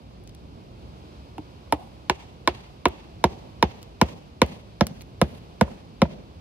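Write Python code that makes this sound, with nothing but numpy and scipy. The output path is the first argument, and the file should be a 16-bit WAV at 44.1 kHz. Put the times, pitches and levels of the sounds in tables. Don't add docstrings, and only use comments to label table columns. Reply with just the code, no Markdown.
import sys
import numpy as np
from scipy import signal
from scipy.fft import rfft, irfft, next_fast_len
from scipy.io import wavfile
from scipy.ndimage import uniform_filter1d

SR = 44100
rng = np.random.default_rng(int(sys.argv[2]) if len(sys.argv) > 2 else 0)


def store_wav(level_fs):
    pcm = np.round(np.clip(np.atleast_2d(level_fs), -1, 1) * 32767)
    wavfile.write(sys.argv[1], SR, pcm.T.astype(np.int16))


N = 282315
SOUND_N = SR // 5
LEFT_RIGHT = np.array([[.5], [-.5]])


def undb(db):
    return 10 ** (np.asarray(db) / 20)


def peak(x, db):
    return x * undb(db) / np.max(np.abs(x))


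def along(table, hz):
    points = np.array(table)
    return np.interp(np.log(hz + 1), np.log(points[:, 0] + 1), points[:, 1])


def shape(x, gain):
    size = next_fast_len(x.shape[-1] + SR // 2)
    hz = np.arange(size // 2 + 1) * SR / size
    return irfft(rfft(x, size) * gain(hz), size)[..., :x.shape[-1]]


def add(out, s, sound):
    i = int(s * SR)
    out[..., i:i + sound.shape[-1]] += sound[..., :N - i]


def burst(t60):
    t = np.arange(SOUND_N) / SR
    return rng.standard_normal(SOUND_N) * 1000. ** (-t / t60)


# (frequency [Hz], level [dB])
TRAFFIC_COLOUR = [(15, -27.5), (25, -3.5), (36, -17), (53, 1.5), (146, -4), (273, -10), (358, -11),
                  (399, -13), (1060, -21), (1150, -23), (1880, -33), (2530, -28), (4730, -31.5),
                  (7000, -44), (10000, -48.5), (12000, -46), (14400, -64), (16500, -79.5)]
# (frequency [Hz], likeness [0-1])
TRAFFIC_ALIKE = [(60, 1), (200, 0.75), (600, 0.78), (2500, 0.35), (7000, 0), (15000, 0.2)]
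# (frequency [Hz], left minus right [dB])
PORT_DB = [(60, 1.5), (110, -2.5), (200, -1), (380, -2), (700, -6), (1290, -2.5), (2380, 1.5), (4400, 1),
           (8120, 6), (15000, -4.5)]
TRAFFIC_DB = -44.5
TRAFFIC_LAG_S = 0.00042


def walk(rate):
    k = int(SR / rate)
    steps = np.repeat(rng.standard_normal(N // k + 1), k)
    return uniform_filter1d(steps, k)[:N]


def traffic():
    same, left, right = rng.standard_normal((3, N))
    late = shape(same, lambda f: np.exp(-2j * np.pi * f * TRAFFIC_LAG_S))
    shared, separate = np.array([late, same]), np.array([left, right])
    alike = lambda f: np.clip(along(TRAFFIC_ALIKE, f), 0, 1)
    noise = shape(shared, lambda f: np.sqrt(alike(f))) + shape(separate, lambda f: np.sqrt(1 - alike(f)))
    noise = shape(noise, lambda f: undb(along(TRAFFIC_COLOUR, f) + along(PORT_DB, f) * LEFT_RIGHT))
    rumble = shape(noise, lambda f: 1 / (1 + (f / 400) ** 2))
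    hiss = noise - rumble
    noise = rumble * undb(1.5 * walk(3)) + hiss * undb(.9 * walk(1.5) + .6 * walk(9))
    return noise * undb(TRAFFIC_DB) / np.sqrt(np.mean(noise ** 2))


# (time [s], grain peak level [dB], grain centre [Hz], snap above the grain [dB], grain t60 [s])
TICKS = [(0.2384, -47, 10000, -20, 0.006), (0.275, -36.5, 5000, -21, 0.009), (0.294, -40, 4300, -9, 0.01),
         (0.349, -40.5, 4300, 1, 0.008), (2.884, -36, 9000, 3, 0.0069), (3.818, -46, 3300, -4, 0.03),
         (3.829, -35, 4000, 0.5, 0.0087), (4.463, -40, 5000, 5, 0.008), (4.8686, -16, 12000, -5, 0.002),
         (5.009, -34.5, 3040, -9.5, 0.0074), (5.015, -36, 4000, -3, 0.008),
         (5.020, -42.5, 4500, 11, 0.0057)]
SNAP_T60_S = 0.01


def tick(db, hz, body_db, t60):
    grain = shape(burst(t60), lambda f: 1 / (1 + ((f - hz) / (0.5 * hz)) ** 2))
    snap = shape(burst(SNAP_T60_S), lambda f: f / (f + 900) / (1 + f / 6000))
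    return undb(db) * (peak(grain, 0) + peak(snap, body_db))


# (frequency [Hz], level [dB])
WOODS_COLOUR = [(60, -10.5), (150, 6), (300, 0.5), (600, 4), (1200, -9.5), (1900, -4.5), (2800, 1),
                (4500, -3.5), (7000, -3), (11000, -1), (16000, 1)]
WOODS_DB, WOODS_T60_S, WOODS_EDGE_S = -24.5, 0.56, 0.067
BRUSH_DB, BRUSH_T60_S, BRUSH_EDGE_S = -2.5, 0.079, 0.00036
BRUSH_THIN_HZ, BRUSH_DULL_HZ = 300, 2800
BRUSH_WIDTH = 0.7
PATCHY_DB, PATCH_S, PATCH_SPLIT_HZ = 3.0, .015, 1300


def woods(sound):
    t = np.arange(SR) / SR
    patches = rng.standard_normal((2, 200))
    bass_clumps, treble_clumps = [undb(PATCHY_DB * np.interp(t / PATCH_S, np.arange(200), row)) for row in patches]
    far = undb(WOODS_DB) * (1 - np.exp(-(t / WOODS_EDGE_S) ** 2)) * 1000. ** (-t / WOODS_T60_S)
    near = undb(BRUSH_DB) * (1 - np.exp(-t / BRUSH_EDGE_S)) * 1000. ** (-t / BRUSH_T60_S)
    chance = rng.standard_normal((2, SR)) / np.sqrt(SR / 100)
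    bass = signal.lfilter(*signal.butter(2, PATCH_SPLIT_HZ, fs=SR), chance)
    trunks = (bass * bass_clumps + (chance - bass) * treble_clumps) * far
    dull = signal.lfilter(*signal.butter(1, [BRUSH_THIN_HZ, BRUSH_DULL_HZ], "band", fs=SR), chance)
    mid, side = trunks + dull * near * np.array([[1], [BRUSH_WIDTH]])
    side = shape(side, lambda f: f / (f + 400))
    tail = np.array([mid + 1.52 * side, mid - 1.85 * side])
    hz, energy = np.arange(SR // 2 + 1), np.cumsum(np.abs(rfft(sound, SR)) ** 2)
    energy_below = lambda f: np.interp(f, hz, energy)
    half_band = 2 ** (1 / 3)
    blurred = lambda f: np.sqrt((energy_below(f * half_band) - energy_below(f / half_band)) / (.5 * f + 1))
    return shape(tail, lambda f: blurred(f) * undb(along(WOODS_COLOUR, f)))


RINGS = {"soil": [(67.5, 0, 0.06)], "bending": [(1, 0, 0.026)], "guard": [(1, 0, 0.07)],
         "low overtone": [(1, 0, 0.043)], "high overtone": [(688, 3, 0.044)], "knock": [(1, 9, 0.015)],
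         "twin": [(887, 0, 0.024)], "shoulder": [(1, -2, 0.024)], "end grain": [(.76, 0, 0.0086),
         (1, 0.5, 0.0082)], "splinter": [(2850, 3.5, 0.0065), (3590, -9.5, 0.015), (3734, 1, 0.0094),
         (3927, -3, 0.0096), (5247, -1, 0.011)]}
FADE_POWER = {"guard": 1.24, "soil": 1.7, "knock": 1.58, "twin": 1.75, "bending": 2, "low overtone": 0.86,
              "end grain": 2.07, "splinter": 1.585}
SCATTER_DB, DETUNE = 2.0, .008


def ring(part, pitch_hz=1):
    t = np.arange(SOUND_N) / SR
    hz, db, t60 = np.transpose(RINGS[part])[:, :, None]
    pitch_chance, level_chance = rng.standard_normal((2, len(hz), 1))
    hz = hz * pitch_hz * (1 + DETUNE * pitch_chance)
    strength = undb(db + SCATTER_DB * level_chance)
    fade = 1000. ** -(t / t60) ** FADE_POWER.get(part, 1)
    return np.sum(strength * np.sin(2 * np.pi * hz * t) * fade, axis=0)


# (time [s], knock level [dB], knock [Hz], bite in the soil [0-1], hardness of the contact [dB],
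#  guard [dB], guard [Hz], shoulder [dB], crack [dB], low overtone [dB], low overtone [Hz],
#  high overtone [dB], twin [dB], shoulder [Hz], end grain [Hz])
BLOWS = [(1.381, -26, 760, 0.71, -11, 1.5, 307, -15, -8, -4, 435, -20, -18, 1330, 2700),
         (1.724, -5.5, 890, 0.25, -7, -11.5, 305, -13, -10, -11.5, 450, -11.5, -30, 1260, 2350),
         (2.097, -7.5, 977, 0.22, 2, -11.5, 368, -6.5, -6, -13, 520, -22, -7.5, 1495, 2260),
         (2.475, -5, 1040, 0.35, 0, -13, 360, -7, -8, -16.5, 560, -14.5, -8.5, 1495, 2220),
         (2.855, -3.5, 978, 0.52, -3, -9, 363, -9, -13, -8, 470, -9.5, -17, 1395, 2180),
         (3.24, -3.5, 910, 0.67, -3, -9.5, 362, -10, -11, -7, 506, -7.5, -26, 1400, 2140),
         (3.626, -3.5, 943, 0.69, -1.5, -14.5, 367, -15, -11, -6, 522, -10, -14.5, 1300, 2250),
         (4.014, -3.5, 956, 0.77, -2.7, -13.5, 365, -8.5, -8, -3.5, 508, -10.5, -14, 1442, 2210),
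         (4.417, -3.5, 1000, 0.77, -1, -17.5, 357, -8, -7, -3, 530, -11, -20.5, 1440, 2210),
         (4.809, -10.5, 975, 0.99, 3, -8.5, 356, -1, -7.5, 2, 584, -4, -5.5, 1317, 2200),
         (5.215, -9, 985, 0.91, 0.6, -8, 361, -4.5, -4.5, 0.5, 523, -3.5, -10, 1280, 2100),
         (5.611, -7.5, 986, 0.89, -2.4, -19, 357, -3.5, -6.5, 2, 516, -5, -8, 1453, 2120),
         (6.018, -9.5, 995, 0.99, -0.3, -9, 363, -3, -10, 5.5, 533, -5.5, -5.5, 1297, 2160)]
# (frequency [Hz], level [dB])
CRACK_COLOUR = [(3000, -15.5), (4800, -9), (6500, 7.5), (8000, 0), (10500, 2.5), (13000, -5.5),
                (16000, -14)]
BITE_DB = {"soil": (-26, -9.5), "bending": (-35.5, 6)}
BRIGHT_DB = {"end grain": -1, "splinter": 2}
BEND_HZ = 200
SOIL_RISE_S = 0.003
WOOD_THIN_HZ = 160
RADIATES_HZ = 36.2
CONTACT_S = 0.0003


def blow(db, knock_hz, bite, hard_db, guard_db, guard_hz, shoulder_db, crack_db,
         overtone_db, overtone_hz, upper_db, twin_db, shoulder_hz, grain_hz):
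    t = np.arange(SOUND_N) / SR
    contact = burst(.007) + undb(-24) * burst(.05)
    crack = shape(contact, lambda f: undb(along(CRACK_COLOUR, f)) * (f > 2500))
    low_db = {part: loose + bite * (firm - loose) for part, (loose, firm) in BITE_DB.items()}
    soil = peak(ring("soil") * (1 - np.exp(-(t / SOIL_RISE_S) ** 2)), low_db["soil"])
    bending = peak(ring("bending", BEND_HZ), low_db["bending"])
    low = bending - soil
    parts = [peak(ring("knock", knock_hz), 0),
             peak(ring("twin"), twin_db),
             peak(ring("guard", guard_hz), guard_db),
             peak(ring("low overtone", overtone_hz), overtone_db),
             peak(ring("high overtone"), upper_db),
             peak(ring("shoulder", shoulder_hz), shoulder_db),
             peak(ring("end grain", grain_hz), BRIGHT_DB["end grain"] + hard_db),
             peak(ring("splinter"), BRIGHT_DB["splinter"] + hard_db),
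             peak(crack, crack_db)]
    wood = shape(sum(parts), lambda f: (1j * f / (WOOD_THIN_HZ + 1j * f)) ** 2)
    radiated = shape(wood + low, lambda f: (1j * f / (RADIATES_HZ + 1j * f)) ** 4)
    return undb(db) * radiated * (1 - np.exp(-t / CONTACT_S))


# (time [s], peak level [dB], pitch [Hz])
REBOUNDS = [(1.673, -49, 1120), (5.679, -33.5, 1000), (6.054, -26.5, 930)]


def rebound(db, hz):
    return peak(ring("knock", hz) + ring("high overtone") + ring("shoulder", 1380), db)


# (frequency [Hz], left leads by [radians])
PORT_RAD = [(0, 0), (1700, -.3), (4130, -1.9), (5860, -3.2), (7100, -3.3), (9650, -1.5), (11800, 0),
            (13400, .3), (16000, 1.8)]


def at_ports(direct):
    lead = lambda f: np.exp(1j * LEFT_RIGHT * np.interp(f, *np.transpose(PORT_RAD)))
    return shape(direct, lambda f: undb(along(PORT_DB, f) * LEFT_RIGHT) * lead(f))


def scene():
    direct, scattered = np.zeros(N), np.zeros((2, N))
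    for table, source in [(TICKS, tick), (BLOWS, blow), (REBOUNDS, rebound)]:
        for s, *how in table:
            sound = source(*how)
            add(direct, s, sound)
            add(scattered, s, woods(sound))
    return at_ports(direct) + scattered + traffic()


LATE_TURNS, LATE_LOW_HZ, LATE_HIGH_HZ = 2.1, 36.1, 541
MIC_LOW_HZ, MIC_HIGH_HZ, TOP_HZ = 46, 15600, 16600
CEILING = 1.15


def record(dry):
    turns = lambda f: LATE_TURNS * np.log((1 + f / LATE_LOW_HZ) / (1 + f / LATE_HIGH_HZ))
    late = shape(dry, lambda f: np.exp(-2j * np.pi * turns(f)))
    no_bass = signal.sosfilt(signal.butter(3, MIC_LOW_HZ, "high", fs=SR, output="sos"), late)
    heard = shape(no_bass, lambda f: 1 / np.sqrt(1 + (f / MIC_HIGH_HZ) ** 16))
    rounded = CEILING * np.tanh(heard / CEILING)
    return signal.sosfilt(signal.ellip(10, .2, 80, TOP_HZ, fs=SR, output="sos"), rounded)


dry = scene()
out = record(dry)
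store_wav(out)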